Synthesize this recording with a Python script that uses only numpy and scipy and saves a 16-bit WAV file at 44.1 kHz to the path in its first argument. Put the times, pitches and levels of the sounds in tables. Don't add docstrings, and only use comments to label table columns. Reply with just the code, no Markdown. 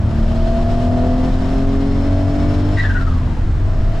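import sys
import numpy as np
from scipy import signal
from scipy.fft import rfft, irfft
from scipy.io import wavfile
from scipy.ndimage import uniform_filter1d, minimum_filter1d

SR = 44100
rng = np.random.default_rng(int(sys.argv[2]) if len(sys.argv) > 2 else 0)


def wav_out(sig):
    wavfile.write(sys.argv[1], SR, np.round(np.clip(np.atleast_2d(sig).T, -1, 1) * 32767).astype(np.int16))


N = 176400
T, HZ = np.arange(N) / SR, np.fft.rfftfreq(N, 1 / SR)
RELEASE_S = 2.768


def amp(db):
    return 10 ** (np.asarray(db) / 20)


def unit(x):
    return x / np.sqrt(np.mean(x ** 2) + 1e-20)


def curve(rows, column=1):
    rows = np.asarray(rows, float)
    return np.interp(T, rows[:, 0], rows[:, column])


def spectrum(rows, hz=HZ):
    f, value = np.transpose(rows)
    return np.interp(np.log(hz + 1), np.log(f + 1), value)


def drift(rate_hz):
    return unit(irfft(rfft(rng.standard_normal(N)) / np.sqrt(1 + (HZ / rate_hz) ** 4), N))


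def noise(gain):
    # f/Hz, correlation
    likeness = [(25, 1), (125, 0.98), (250, 1), (500, 0.74), (1000, 0.86), (2000, 0.56), (4000, 0.82),
                (8000, 0.85), (12000, 0.44)]
    left, other = rfft(rng.standard_normal((2, N)))
    alike = spectrum(likeness)
    right = alike * left + np.sqrt(1 - alike ** 2) * other
    return unit(irfft(np.array([left, right]) * gain, N))


def resonance(hz, width_hz):
    return 1 / (1 + 2j * (HZ - hz) / width_hz)


def throb(hz, width_hz, evenness):
    shaken = signal.hilbert(noise(abs(resonance(hz, width_hz * 2)) ** 3))
    power = np.mean(abs(shaken) ** 2, 0)
    return unit(shaken.real / (power + .1) ** (evenness / 2))


def cabin_echo(x, t60=.16, wet_db=-3):
    t = T[:SR // 4]
    taps = rng.standard_normal((2, len(t))) * (rng.random((2, len(t))) < .05)
    taps *= (t > .002) * amp(-60 * t / t60)
    taps *= amp(wet_db) / np.linalg.norm(taps, axis=1, keepdims=True)
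    return x + signal.fftconvolve(np.atleast_2d(x), taps, axes=1)[:, :N]


def engine(cycle_hz, cycles, load_db, waver=.14, jitter_cycles=.0016, growl_hz=660, growl_width_hz=70):
    # multiple of the cycle rate, base level/dB, dB per dB of load
    orders = [(2, -23.5, 0.59), (3, -27.5, 0.7), (4, -25.5, 0.87), (5, -27, 0.65), (6, -21.5, 1.4),
              (7, -38, 1.2), (8, -48.5, .4), (9, -35.5, 1.86), (10, -50.5, 2.7), (11, -52.5, 1),
              (12, -37, 3.7), (13, -46, 0.5), (14, -46, 1.7), (15, -46.5, 0.69), (16, -44, 1.3),
              (17, -40.5, 0.9), (18, -46, 1.1)]
    # multiple of the cycle rate, level/dB
    pumping_orders = [(2, -25), (3, -31), (4, -32), (6, -31)]
    pumping_times = [2.76, 3.05, 3.32, 3.46]
    # f/Hz, gain/dB
    cabin = [(75, 2), (85, -3), (95, 4), (110, 6), (122, -2.5), (135, 0), (158, -2.5), (200, -7),
             (228, 1.5), (248, 0.5), (270, 2.5), (300, 0), (352, 5), (385, -3.5), (405, 11), (425, -2.5),
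             (440, 0.5), (470, -12.5), (505, 1.5), (550, 4.5), (592, 4.5), (612, 11), (634, 3), (655, 14),
             (672, 15.5), (692, 11), (732, 3.5), (757, -7), (790, -3), (920, -3), (2000, -4.5)]
    # t/s, gain/dB
    growl = [(0, -5), (.35, -2), (.47, 4), (.8, 2.5), (1.13, 1), (1.25, -2), (1.6, -.5), (2.03, -5),
             (2.16, 3), (2.66, -.5), (2.76, 6), (2.86, -2), (3.3, -8), (3.68, 9), (4, 7)]
    upper = [(k, -47.5 - 12 * np.log2(k / 20) + 5.5 * (k % 3 == 0), 1) for k in range(19, 50)]
    cycles = cycles + jitter_cycles * drift(24)
    coasting = np.interp(T, pumping_times, [0, 1, 1, 0])
    out, growl_db = np.zeros((2, N)), curve(growl)
    for order, db, follows in orders + upper:
        hz = order * cycle_hz
        colour_db = spectrum(cabin, hz) + growl_db / (1 + ((hz - growl_hz) / growl_width_hz) ** 4)
        firing = amp(db + follows * load_db + colour_db)
        pumping = coasting * amp(dict(pumping_orders).get(order, -np.inf))
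        level = np.hypot(firing, pumping) * (1 + waver * drift(10.3))
        phase = 2 * np.pi * (order * cycles + rng.random())
        spread = .16 * np.sqrt(order / 10) * rng.choice([-1, 1])
        out += np.sqrt(2) * level * np.cos([phase + spread, phase - spread])
    return out


def rush(cycles, load_db, level_db=-34.5, pulsing=.067, flicker_db=.85):
    # f/Hz, relative level/dB
    colour = [(120, -8), (250, 0), (400, 6.5), (520, -1), (800, -3), (1100, -3.5), (1800, -8.5),
              (2200, -13), (3000, -12), (4000, -14.5), (5400, -18.5), (5800, -22), (7700, -26), (8400, -31),
              (10300, -35), (11200, -40.5), (12200, -36.5), (13500, -46.5), (15000, -60.5)]
    # t/s, gain/dB
    swell = [(0, -7), (.2, -1), (.5, 1.5), (1.2, 2), (2, 0.5), (2.75, 3), (2.85, 3), (3.2, -4.5), (3.5, -8),
             (3.8, -6), (4, -2)]
    # f/Hz, width/Hz, base level/dB, dB per dB of load
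    modes = [(663.7, 52, -41, .75), (3125, 14, -61, 0.34), (5360, 150, -62.5, .6)]
    crank_pulse = 1 + pulsing * np.cos(4 * np.pi * cycles)
    air = unit(cabin_echo(crank_pulse * noise(amp(spectrum(colour))), wet_db=-4))
    air *= amp(level_db + curve(swell) - flicker_db * drift(25))
    return air + sum(amp(db + follows * load_db) * noise(resonance(hz, width * 1.6) ** 2)
                     for hz, width, db, follows in modes)


def road(roar_db=-22.5, swell_db=.4):
    # f/Hz, relative level/dB
    colour = [(10, -16.5), (40, -9.5), (58, -11.5), (75, -5.5), (100, -6), (130, -10.5), (185, -17.5),
              (240, -17.5), (330, -21), (480, -30.5), (680, -31), (850, -34), (1350, -36), (1900, -40),
              (2200, -44.5), (4000, -54.5), (7500, -61.5), (10000, -70.5), (12500, -74.5), (15000, -93)]
    # t/s, level/dB
    boom_level = [(0, -37), (.22, -13.5), (.3, -16), (.7, -17), (1.55, -14.5), (2.2, -19.5), (2.72, -16.5),
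                  (3, -18.5), (3.4, -16.5), (4, -15)]
    # t/s, level/dB
    drone_level = [(0, -16.5), (.2, -29), (.35, -27), (.6, -24), (.9, -15), (1.2, -29), (1.75, -44),
                   (2.2, -19.5), (2.6, -17), (3, -20.5), (3.25, -27.5), (3.65, -18), (4, -21.5)]
    roar = amp(roar_db + swell_db * drift(3.5)) * noise(amp(spectrum(colour)))
    boom = amp(curve(boom_level)) * throb(30.4, width_hz=16, evenness=.47)
    drone = amp(curve(drone_level)) * throb(87.5, width_hz=18.3, evenness=.74)
    return roar + boom + drone


def flutter(fuzz_hz=85, puff_db=-12.5, left_db=-.5, right_db=-1.5):
    # start t/s, length/s, relative level/dB, roughness (0-1)
    chirps = [(2.771, .044, -17, .3), (2.832, .045, -21.5, .55), (2.888, .041, -23, .55),
              (2.945, .038, -20, .15), (3.006, .03, -29, .55), (3.059, .035, -32, .5),
              (3.106, .029, -34, .45), (3.155, .036, -38.5, .4), (3.203, .038, -38, .4),
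              (3.259, .034, -38, .3), (3.305, .035, -41, .3), (3.36, .035, -40, .3)]
    # t/s, f/Hz
    rundown = [(2.77, 1955), (2.815, 1935), (2.828, 1730), (2.875, 1705), (2.89, 1590), (2.925, 1560),
               (2.942, 1472), (2.985, 1466), (3.02, 1368), (3.075, 1288), (3.12, 1205), (3.175, 1100),
               (3.27, 965), (3.39, 850)]
    # f/Hz, relative level/dB
    puff_colour = [(600, -13), (1300, 8.5), (1930, 8.5), (2060, -13), (2750, 3), (3100, -17), (3700, -6),
                   (5500, -27), (8000, -34), (12000, -40), (15000, -44)]
    # f/Hz, width/Hz, gain/dB
    pipe_modes = [(1590, 22, -5), (1850, 30, -12), (1945, 30, -10)]
    whistle, surge = np.zeros(N), np.zeros(N)
    carrier = np.exp(2j * np.pi * np.cumsum(curve(rundown)) / SR)
    fuzz = drift(fuzz_hz) + 1j * drift(fuzz_hz)
    for start, length, db, rough in chirps:
        elapsed = start - RELEASE_S
        octave = amp(-16.5 - 75 * elapsed)
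        progress = np.clip((T - start) / length, 0, 1)
        swell = amp(db) * np.sqrt(abs(np.sin(np.pi * progress)))
        tone = carrier * (np.sqrt(2 * (1 - rough)) + np.sqrt(rough) * fuzz)
        whistle += swell * (tone + octave * tone ** 2 / np.sqrt(2)).real
        surge += swell * amp(-9 * elapsed)
    puff = amp(puff_db) * surge * noise(amp(spectrum(puff_colour)))[0]
    pipe = sum(amp(db) * resonance(hz, width) for hz, width, db in pipe_modes)
    ring = irfft(rfft(puff * 6 + whistle * .19) * pipe, N)
    return amp([[left_db], [right_db]]) * cabin_echo(whistle + puff + ring, t60=.22, wet_db=-5)


def spit(rise_s=.026, decay_s=.05, corner_hz=3600):
    age = np.maximum(T - RELEASE_S, 0)
    hiss = noise((HZ / corner_hz) ** 2 / (1 + (HZ / corner_hz) ** 5.5))
    return amp(-32.5) * np.minimum(age / rise_s, 1) * np.exp(-age / decay_s) * hiss


def turbo_whine(waver=.024, flicker_db=2):
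    # t/s, f/Hz, level/dB
    whine = [(0, 10500, -87), (.2, 12000, -70.5), (.35, 12300, -75), (.8, 12650, -74.5), (1.2, 12900, -90),
             (2.7, 13400, -86), (3.1, 11000, -100)]
    # t/s, level/dB
    duct_level = [(0, -70), (.8, -62), (1.7, -58), (2.2, -55), (2.72, -52), (2.85, -65), (3.4, -75),
                  (3.7, -63), (4, -66)]
    hz = curve(whine) * (1 + waver * drift(400))
    tone = np.sin(2 * np.pi * np.cumsum(hz) / SR)
    blades = amp(curve(whine, column=2)) * unit(cabin_echo(tone))
    duct = amp(curve(duct_level) + flicker_db * drift(14)) * throb(5310, width_hz=24, evenness=.26)
    return blades + duct


def alternator(cycles, order=47):
    # t/s, level/dB
    level = [(0, -70), (.95, -63), (1.13, -49), (1.35, -59), (1.9, -54.5), (2.6, -53), (2.9, -68), (4, -72)]
    tone = np.sin(2 * np.pi * order * cycles)
    return amp(curve(level)) * unit(cabin_echo(tone, wet_db=-7))


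def scene():
    # t/s, f/Hz
    speed = [(0, 36.4), (.5, 39.2), (1, 41.2), (1.5, 44), (2, 46.2), (2.72, 49.4), (2.77, 49.3),
             (2.85, 47.3), (3.2, 41.2), (3.4, 38.2), (3.68, 36.6), (4, 37.4)]
    # t/s, relative level/dB
    load = [(0, -3.5), (.2, -2.5), (.5, -1.5), (.75, -0.5), (1.05, 3), (1.4, -1.5), (1.85, -0.5),
            (2.3, -0.5), (2.66, 0), (2.76, -2), (2.81, -11.5), (3.32, -13.5), (3.48, -24), (3.68, -17),
            (4, -11.5)]
    cycle_hz, load_db = curve(speed), curve(load)
    cycles = np.cumsum(cycle_hz) / SR
    driving = engine(cycle_hz, cycles, load_db) + rush(cycles, load_db) + road()
    return driving + turbo_whine() + flutter() + spit() + alternator(cycles)


def record(dry, limit_db=-6.5, ratio=4, window_s=.02, cutoff_hz=15500):
    # f/Hz, level/dB
    balance = [(25, 0.43), (250, 0.61), (1000, 1.7), (4000, 2), (8000, 2.3), (12000, .6)]
    picked_up = irfft(rfft(dry) * amp(np.array([[.5], [-.5]]) * spectrum(balance)), N)
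    window = int(window_s * SR)
    over_db = np.maximum(20 * np.log10(abs(picked_up).max(0) + 1e-9) - limit_db, 0)
    held_db = minimum_filter1d(-over_db * (1 - 1 / ratio), window)
    limited = picked_up * amp(uniform_filter1d(held_db, window))
    lowpass = signal.firwin(511, cutoff_hz, window=("kaiser", 9), fs=SR)
    return signal.oaconvolve(limited, lowpass[None], "same")


dry = scene()
out = record(dry)
wav_out(out)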